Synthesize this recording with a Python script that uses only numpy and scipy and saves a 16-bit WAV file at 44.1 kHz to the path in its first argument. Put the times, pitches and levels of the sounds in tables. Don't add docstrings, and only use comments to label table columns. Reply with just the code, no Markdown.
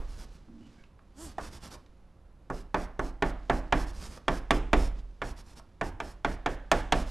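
import sys
import numpy as np
from scipy import signal
from scipy.fft import rfft, irfft
from scipy.io import wavfile
from scipy.ndimage import uniform_filter1d, map_coordinates

SR = 44100
rng = np.random.default_rng(int(sys.argv[2]) if len(sys.argv) > 2 else 0)


def store_pcm(level_fs):
    pcm = np.round(np.clip(level_fs, -1, 1) * 32767).astype(np.int16)
    wavfile.write(sys.argv[1], SR, np.atleast_2d(pcm).T)


N = 313110
TIME = np.arange(N) / SR
RING = np.arange(SR) / SR


def undb(db):
    return 10 ** (np.asarray(db) / 20)


def unit(x):
    return x / np.sqrt(np.mean(x ** 2))


def fade(t60):
    return np.exp(-np.log(1000) * RING / t60)


def arch(start, length):
    return np.sin(np.pi * np.clip((TIME - start) / length, 0, 1)) ** 2


def lookup(table, hz):
    f, *columns = np.transpose(table)
    log_hz = np.log(np.maximum(hz, 1))
    return [np.interp(log_hz, np.log(f), column) for column in columns]


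def response(spectrum, size=8192):
    gain = undb(lookup(spectrum, np.fft.rfftfreq(size, 1 / SR))[0])
    cepstrum = irfft(np.log(gain))
    cepstrum[1:size // 2] *= 2
    cepstrum[size // 2 + 1:] = 0
    h = irfft(np.exp(rfft(cepstrum)))
    return h / np.linalg.norm(h)


def colour(x, spectrum):
    return signal.fftconvolve(x, response(spectrum))[:len(x)]


def band(x, lo_hz, hi_hz):
    edges = [lo_hz, min(hi_hz, SR / 2 - 1)]
    return signal.sosfilt(signal.butter(2, edges, "band", fs=SR, output="sos"), x)


def resonance(x, hz, width_hz):
    return signal.lfilter(*signal.iirpeak(hz, hz / max(width_hz, 480), fs=SR), x)


def add(track, s, sound):
    i = max(int(s * SR), 0)
    track[i:i + len(sound)] += sound[:max(N - i, 0)]


# frequency in Hz, relative level in dB per Hz.
ROOM_COLOUR = [(20, 2), (45, 2), (100, -9), (220, -14.5), (450, -22.5), (1000, -26), (2000, -36.5),
               (4000, -43), (8000, -50.5), (11000, -51), (13500, -65)]


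def room_air(level_db=-54.5):
    return undb(level_db) * colour(rng.standard_normal(N), ROOM_COLOUR)


# frequency in Hz, rms level in dB.
HUM_TONES = [(179, -74.5), (360, -80), (539, -78)]


def hum():
    return sum(undb(db) * unit(np.sin(2 * np.pi * hz * TIME)) for hz, db in HUM_TONES)


# frequency in Hz, relative level in dB, basic time to fall 60 dB in seconds.
PANEL_SWAY = [(24.44, -24, 0.72), (43.53, -26.5, 0.99), (66.2, -45, 1)]
# frequency in Hz, relative level in dB per Hz.
SETTLING_COLOUR = [(30, -3), (300, -2.5), (1200, -10.0), (3500, -30), (12000, -41)]


def settling(ring_db=-47, t60=0.39, sway_db=-8):
    out = np.zeros(N)
    ring = colour(rng.standard_normal(SR), SETTLING_COLOUR) * fade(t60)
    sway = sum(undb(db) * np.sin(2 * np.pi * hz * RING) * fade(1.3 * decay) for hz, db, decay in PANEL_SWAY)
    add(out, 0, undb(ring_db) * ring)
    add(out, 0, undb(sway_db) * sway)
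    return out


def crumble(grain_rate=9000, judder_db=-1.0, judder_hz=110):
    grains = (rng.random(N) < grain_rate / SR) * rng.standard_normal(N)
    judder = unit(band(rng.standard_normal(N), 15.0, judder_hz))
    return unit(grains * undb(judder_db * judder))


# start in seconds, length in seconds, drag level in dB.
GLIDES = [(.073, 0.098, -64), (0.17, 0.083, -58), (0.309, 0.069, -70), (1.172, 0.16, -59),
          (1.513, 0.074, -56), (1.615, 0.075, -54.5), (1.703, 0.059, -54.5), (3.864, 0.051, -56.5),
          (3.926, .098, -60), (4.004, 0.079, -53.5), (4.091, 0.097, -57.5), (5.365, 0.054, -58),
          (5.448, .1, -65), (5.559, 0.044, -58.5), (7.058, .061, -58)]
# push on the board in dB, ring of the stick in dB, against the drag level and the grit.
FIRM_GRIP = (5.1, -7.5)
LIGHT_GRIP = (3.6, -8.5)
BITE_S = 0.014


def strokes():
    firm = [(s + BITE_S, length, db, FIRM_GRIP) for s, _, _, _, length, db in TAPS]
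    light = [(s, length, db, LIGHT_GRIP) for s, length, db in GLIDES]
    return firm + light


# start in seconds, length in seconds, level in dB.
SWISHES_AND_SCUFF = [(-.35, 1, -55.5), (0.468, 0.49, -56.5), (1.057, 0.57, -67), (3.25, .55, -60),
                     (4.944, 0.084, -51)]


def brushing_strength(stir_db=-1.5, spread_s=0.78):
    writing = sum(undb(db) * (TIME > s) * (TIME < s + length) for s, length, db, _ in strokes())
    stir = undb(stir_db) * uniform_filter1d(writing, size=int(spread_s * SR))
    return stir + sum(undb(db) * arch(s, length) for s, length, db in SWISHES_AND_SCUFF)


# frequency in Hz, relative level in dB per Hz.
CLOTH_COLOUR = [(60, 10), (250, 3.5), (600, -10.5), (2000, -16), (5000, -18.5), (8000, -26.5), (14000, -45)]


def sleeve_and_scuff():
    brushing = colour(crumble(grain_rate=12000, judder_db=1.0, judder_hz=40.1), CLOTH_COLOUR)
    return brushing * brushing_strength()


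# frequency in Hz, width in Hz (widened to 480 where narrower), relative level in dB.
STICK_RESONANCES = [(3350, 400, -4.5), (5260, 450, 1), (6370, 400, -8), (7190, 890, 7.5), (8720, 500, 5.5),
                    (9960, 450, -14.5), (10800, 550, -2.5)]
# frequency in Hz, relative level in dB per Hz.
GRIT_COLOUR = [(500, -13.5), (2000, -5), (3500, 1.5), (5200, 5.5), (7200, -4.5), (9000, -6.5), (12000, -9),
               (14000, -25.5)]
# frequency in Hz, relative level in dB per Hz.
RUB_COLOUR = [(60, -4.5), (170, 19.5), (320, 11), (700, 8), (1200, 8), (2000, 2), (3400, 0.5),
              (6000, -15.5)]


def ringing_stick(bend):
    stick = unit(sum(undb(db) * unit(resonance(crumble(), hz, width)) for hz, width, db in STICK_RESONANCES))
    drift = 1 + bend * unit(band(rng.standard_normal(N), 1.0, 6.6))
    return map_coordinates(stick, [np.cumsum(drift)], mode="wrap")


def drags(grit_db=0, rub_db=1, rise=0.43, fall=0.23, sway_db=4, bend=.025, chatter_stick_db=-4.5):
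    grit = crumble()
    stick = ringing_stick(bend)
    dust = colour(grit, GRIT_COLOUR)
    scrape, force = np.zeros(N), np.zeros(N)
    for start, length, db, (board_db, stick_db) in strokes():
        along = (TIME - start) / length
        speed = np.clip(along / rise + .5, 0, 1) * np.clip((1 - along) / fall + .5, 0, 1)
        speed *= 1 - 0.52 * np.clip(2 * along - 1, -1, 1) ** 2
        hiss = dust + undb(stick_db) * stick
        lags = rng.integers(20, 90, 2)
        echoes = .27 * sum(np.roll(hiss, lag) for lag in lags)
        scrape += undb(db) * speed * (hiss + echoes)
        force += undb(db + board_db) * speed
    scrape += stick * sum(undb(db + chatter_stick_db) * arch(s, length) for s, length, _, db in CHATTER)
    rub = colour(grit * force, RUB_COLOUR)
    rumble = unit(band(rng.standard_normal(N), 16, 65.6)) * uniform_filter1d(force, size=4000)
    return undb(grit_db) * scrape + undb(rub_db) * rub + undb(sway_db) * rumble


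DRONE_S, DRONE_HZ, DRONE_DB = .475, 229, -51.5
DRONE_ATTACK_S, DRONE_HOLD_S, DRONE_FALL_DB_PER_S = 0.014, 0.14, 122
# frequency ratio to the first, level in dB against the first.
DRONE_SECOND_TONE = (1.35, -4.5)


def drone(waver=0.085, flutter_db=2.5):
    out = 0
    for ratio, db in [(1, 0), DRONE_SECOND_TONE]:
        pitch, strength = (unit(band(rng.standard_normal(N), 9.1, 56)) for _ in range(2))
        phase = 2 * np.pi * np.cumsum(ratio * DRONE_HZ * (1 + waver * pitch)) / SR
        out = out + undb(db + flutter_db * strength) * np.sin(phase)
    age = TIME - DRONE_S
    attack = np.clip(age / DRONE_ATTACK_S, 0, 1)
    fall_db = DRONE_FALL_DB_PER_S * np.maximum(age - DRONE_HOLD_S, 0)
    return unit(out) * attack * undb(DRONE_DB - fall_db)


# start in seconds, level in dB before a common lift, pitch of the noise band in Hz.
TICKS = [(.484, -56, 700), (.838, -57, 2240), (.991, -59, 1450), (1.753, -47, 920), (1.862, -64.5, 3500),
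         (4.175, -42.5, 860), (5.598, -51, 990)]


def ticks(t60=0.021, lift_db=6):
    out = np.zeros(N)
    for s, db, hz in TICKS:
        noise = unit(band(rng.standard_normal(SR), hz / 2, hz * 1.24))
        add(out, s, undb(db + lift_db) * noise * fade(t60))
    return out


# start in seconds, length in seconds, pitch in Hz, level in dB.
SQUEAKS = [(0.586, 0.12, 2940, -71), (.74, 0.13, 1590, -70), (.75, .1, 2200, -71)]


def squeaks(width_hz=170):
    out = np.zeros(N)
    for s, length, hz, db in SQUEAKS:
        friction = unit(band(rng.standard_normal(N), hz - width_hz / 2, hz + width_hz / 2))
        out += undb(db) * arch(s, length) * friction
    return out


# start in seconds, length in seconds, top slip rate in Hz, level in dB.
CHATTER = [(1.149, .165, 337.7, -48), (3.962, 0.2, 208, -58.5)]


def chatter(overtone_db=-11, slope_db=-3, slip_sag=0.26):
    out = 0
    for s, length, top_hz, db in CHATTER:
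        speed = arch(s, length)
        jitter = .012 * unit(band(rng.standard_normal(N), 10, 120))
        slip_hz = top_hz * (1 - slip_sag * (1 - speed)) * (1 + jitter)
        phase = 2 * np.pi * np.cumsum(slip_hz) / SR
        overtones = sum(undb(overtone_db + slope_db * k) * np.sin((k + 2) * phase) for k in range(5))
        out = out + unit(np.sin(phase) + overtones) * undb(db) * np.sqrt(speed)
    return out


# hardness from 0 to 1, clack in dB, tip click in dB.
HARDNESS = [(0, -29, -4), (.5, 1.5, -5.5), (1, 1.5, 5.5)]


def contact(db, weight_db, hardness):
    steps, *highs = np.transpose(HARDNESS)
    clack_db, click_db = (np.interp(hardness, steps, column) for column in highs)
    wood_db = 0.1 - 0.15 * (db + 30)
    low_ring_db = 2 + weight_db
    return [(300, low_ring_db), (700, 0), (1450, wood_db), (3200, clack_db), (7000, click_db)]


# frequency in Hz, level in dB per Hz, time to fall 60 dB in seconds, share of room tail in dB.
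BOARD_RING = [(70.3, -8, 0.99, -1), (157, -5, 0.14, -13.5), (300, -4.5, 0.48, -10), (690, 0.5, 0.18, -5.5),
              (1140, 1, 0.047, -19.5), (1580, -1, 0.083, -15.5), (3560, -12.5, 0.038, -22.5),
              (4350, -27, 0.095, -17.5), (6700, -22, 0.032, -24.5), (9400, -34.5, 0.036, -27.5),
              (14000, -49.5, .03, -26)]


def dense_ring(tilt, vary_db=1.5, room_t60=0.51, early=0.027):
    out, total = 0, 0
    count = int(early * SR)
    for hz in 80 * 2 ** (np.arange(23) / 3):
        db, t60, tail_db = lookup(BOARD_RING, hz)
        noise = band(rng.standard_normal(2 * SR), hz / 2 ** (1 / 6), hz * 2 ** (1 / 6))[SR:]
        ring = noise * np.hypot(fade(t60), undb(tail_db) * fade(room_t60))
        ring *= 1 - np.exp(-(2 * hz * RING) ** 2)
        weight = undb(db) * np.sqrt(hz)
        tilt_db = lookup(tilt, hz)[0] + vary_db * rng.standard_normal()
        out = out + ring / np.std(ring[:count]) * weight * undb(tilt_db)
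        total += weight ** 2
    return out / np.sqrt(total)


# frequency in Hz, relative level in dB, time to fall 60 dB in seconds.
CLEAR_MODES = [(122.7, -10.5, 0.36), (178, -8.5, 0.41), (266.5, -8, 0.39), (298.6, -6, 0.34),
               (375.3, -4, 0.22), (423, -2, 0.11), (613, -4.5, 0.16), (690, 2, 0.15), (911, 0, 0.065),
               (1123, 0, 0.12), (1464, -2.5, 0.092), (1763, -3.5, 0.11), (2326, -0.5, 0.04),
               (2380, -14.5, 0.1), (3424, -3, 0.031)]


def clear_modes(tilt, vary_db):
    out = 0
    chance = rng.standard_normal((len(CLEAR_MODES), 3))
    for (hz, mode_db, t60), (size, side, detune) in zip(CLEAR_MODES, chance):
        gain = undb(mode_db + lookup(tilt, hz)[0] + vary_db * size) * np.sign(side)
        out = out + gain * np.sin(2 * np.pi * hz * (1 + 0.013 * detune) * RING) * fade(t60)
    return out


def crush(size=2048, t60=0.02):
    spectrum = rfft((rng.standard_normal(SR) * fade(t60))[:size])
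    broad_power = uniform_filter1d(np.abs(spectrum) ** 2, size=25)
    burst = irfft(spectrum / np.sqrt(broad_power))[:size // 2]
    return burst / np.linalg.norm(burst)


# frequency in Hz, relative level in dB.
CRACK_COLOUR = [(100, -11), (400, 0.5), (800, 11), (1700, -13.5), (3300, -15), (4600, -18.5), (6400, -20.5),
                (9000, -45), (14000, -36)]
# landing in seconds, knock level in dB, arm weight in dB, contact hardness from 0 to 1,
# drag length in seconds, drag level in dB.
TAPS = [(1.3823, -37.5, -4.5, .2, 0.099, -55), (2.5006, -36, .5, .03, 0.11, -61),
        (2.7435, -29, -1, .42, 0.1, -57.5), (2.9929, -32.5, 1, 0.25, 0.098, -59),
        (3.223, -26.5, -.5, 0.43, 0.077, -56.5), (3.4974, -26, -0.5, 0.37, .09, -56),
        (3.724, -25, .5, 0.49, 0.11, -52.5), (4.281, -27.5, 0, 0.68, 0.1, -54),
        (4.5071, -25.5, 1.5, 0.98, 0.068, -52.5), (4.7314, -24.5, 3.5, 0.6, 0.14, -52),
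        (5.2176, -36, .5, 0.42, 0.092, -55.5), (5.8118, -32, -1, .4, 0.075, -57),
        (6.0018, -38.5, 0, 0.85, .12, -60), (6.247, -30.5, 0, 0.69, 0.094, -57.5),
        (6.4607, -30, -1, 0.6, 0.083, -59.5), (6.7156, -22.5, -2.5, 1, 0.086, -53),
        (6.9227, -24.5, -0.5, 1, .102, -52)]


def taps(dense_db=0.0, modes_db=-2, crack_db=27.0, vary_db=1.0, sway_db=25):
    out = np.zeros(N)
    sway = -sum(undb(db) * np.sin(2 * np.pi * hz * RING) * fade(t60) for hz, db, t60 in PANEL_SWAY)
    sway = sway * (1 - np.exp(-RING / 0.01))
    for s, db, weight_db, hardness, _, _ in TAPS:
        tilt = contact(db, weight_db, hardness)
        modes = clear_modes(tilt, vary_db)
        crack_colour = [(hz, level + lookup(tilt, hz)[0]) for hz, level in CRACK_COLOUR]
        crack = np.convolve(crush(), response(crack_colour))
        add(out, s, undb(db) * (undb(dense_db) * dense_ring(tilt) + undb(modes_db) * modes))
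        add(out, s, undb(db + crack_db) * crack)
        add(out, s, undb(db + 2 * weight_db + sway_db) * sway)
    return out


# frequency in Hz, relative level in dB per Hz.
WALL_COLOUR = [(100, 1.5), (3000, -5.0), (7000, -16), (14000, -10.0)]


def classroom(x, wet_db=-11, t60=0.32):
    tail = colour(rng.standard_normal(SR), WALL_COLOUR) * fade(t60) * (RING > .006)
    return x + undb(wet_db) * signal.fftconvolve(x, tail / np.linalg.norm(tail))[:N]


def scene(right_db=2.5):
    small_sounds = classroom(drags() + ticks() + squeaks())
    background = room_air() + hum() + sleeve_and_scuff()
    mono = taps() + small_sounds + chatter() + drone() + settling() + background
    channels = undb(np.array([[-right_db], [right_db]]) / 2)
    faint_noise = undb(-90) * rng.standard_normal((2, N))
    return mono * channels + faint_noise


def record(dry, top_hz=13500):
    return signal.sosfilt(signal.ellip(8, .2, 70, top_hz, fs=SR, output="sos"), dry)


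dry = scene()
out = record(dry)
store_pcm(out)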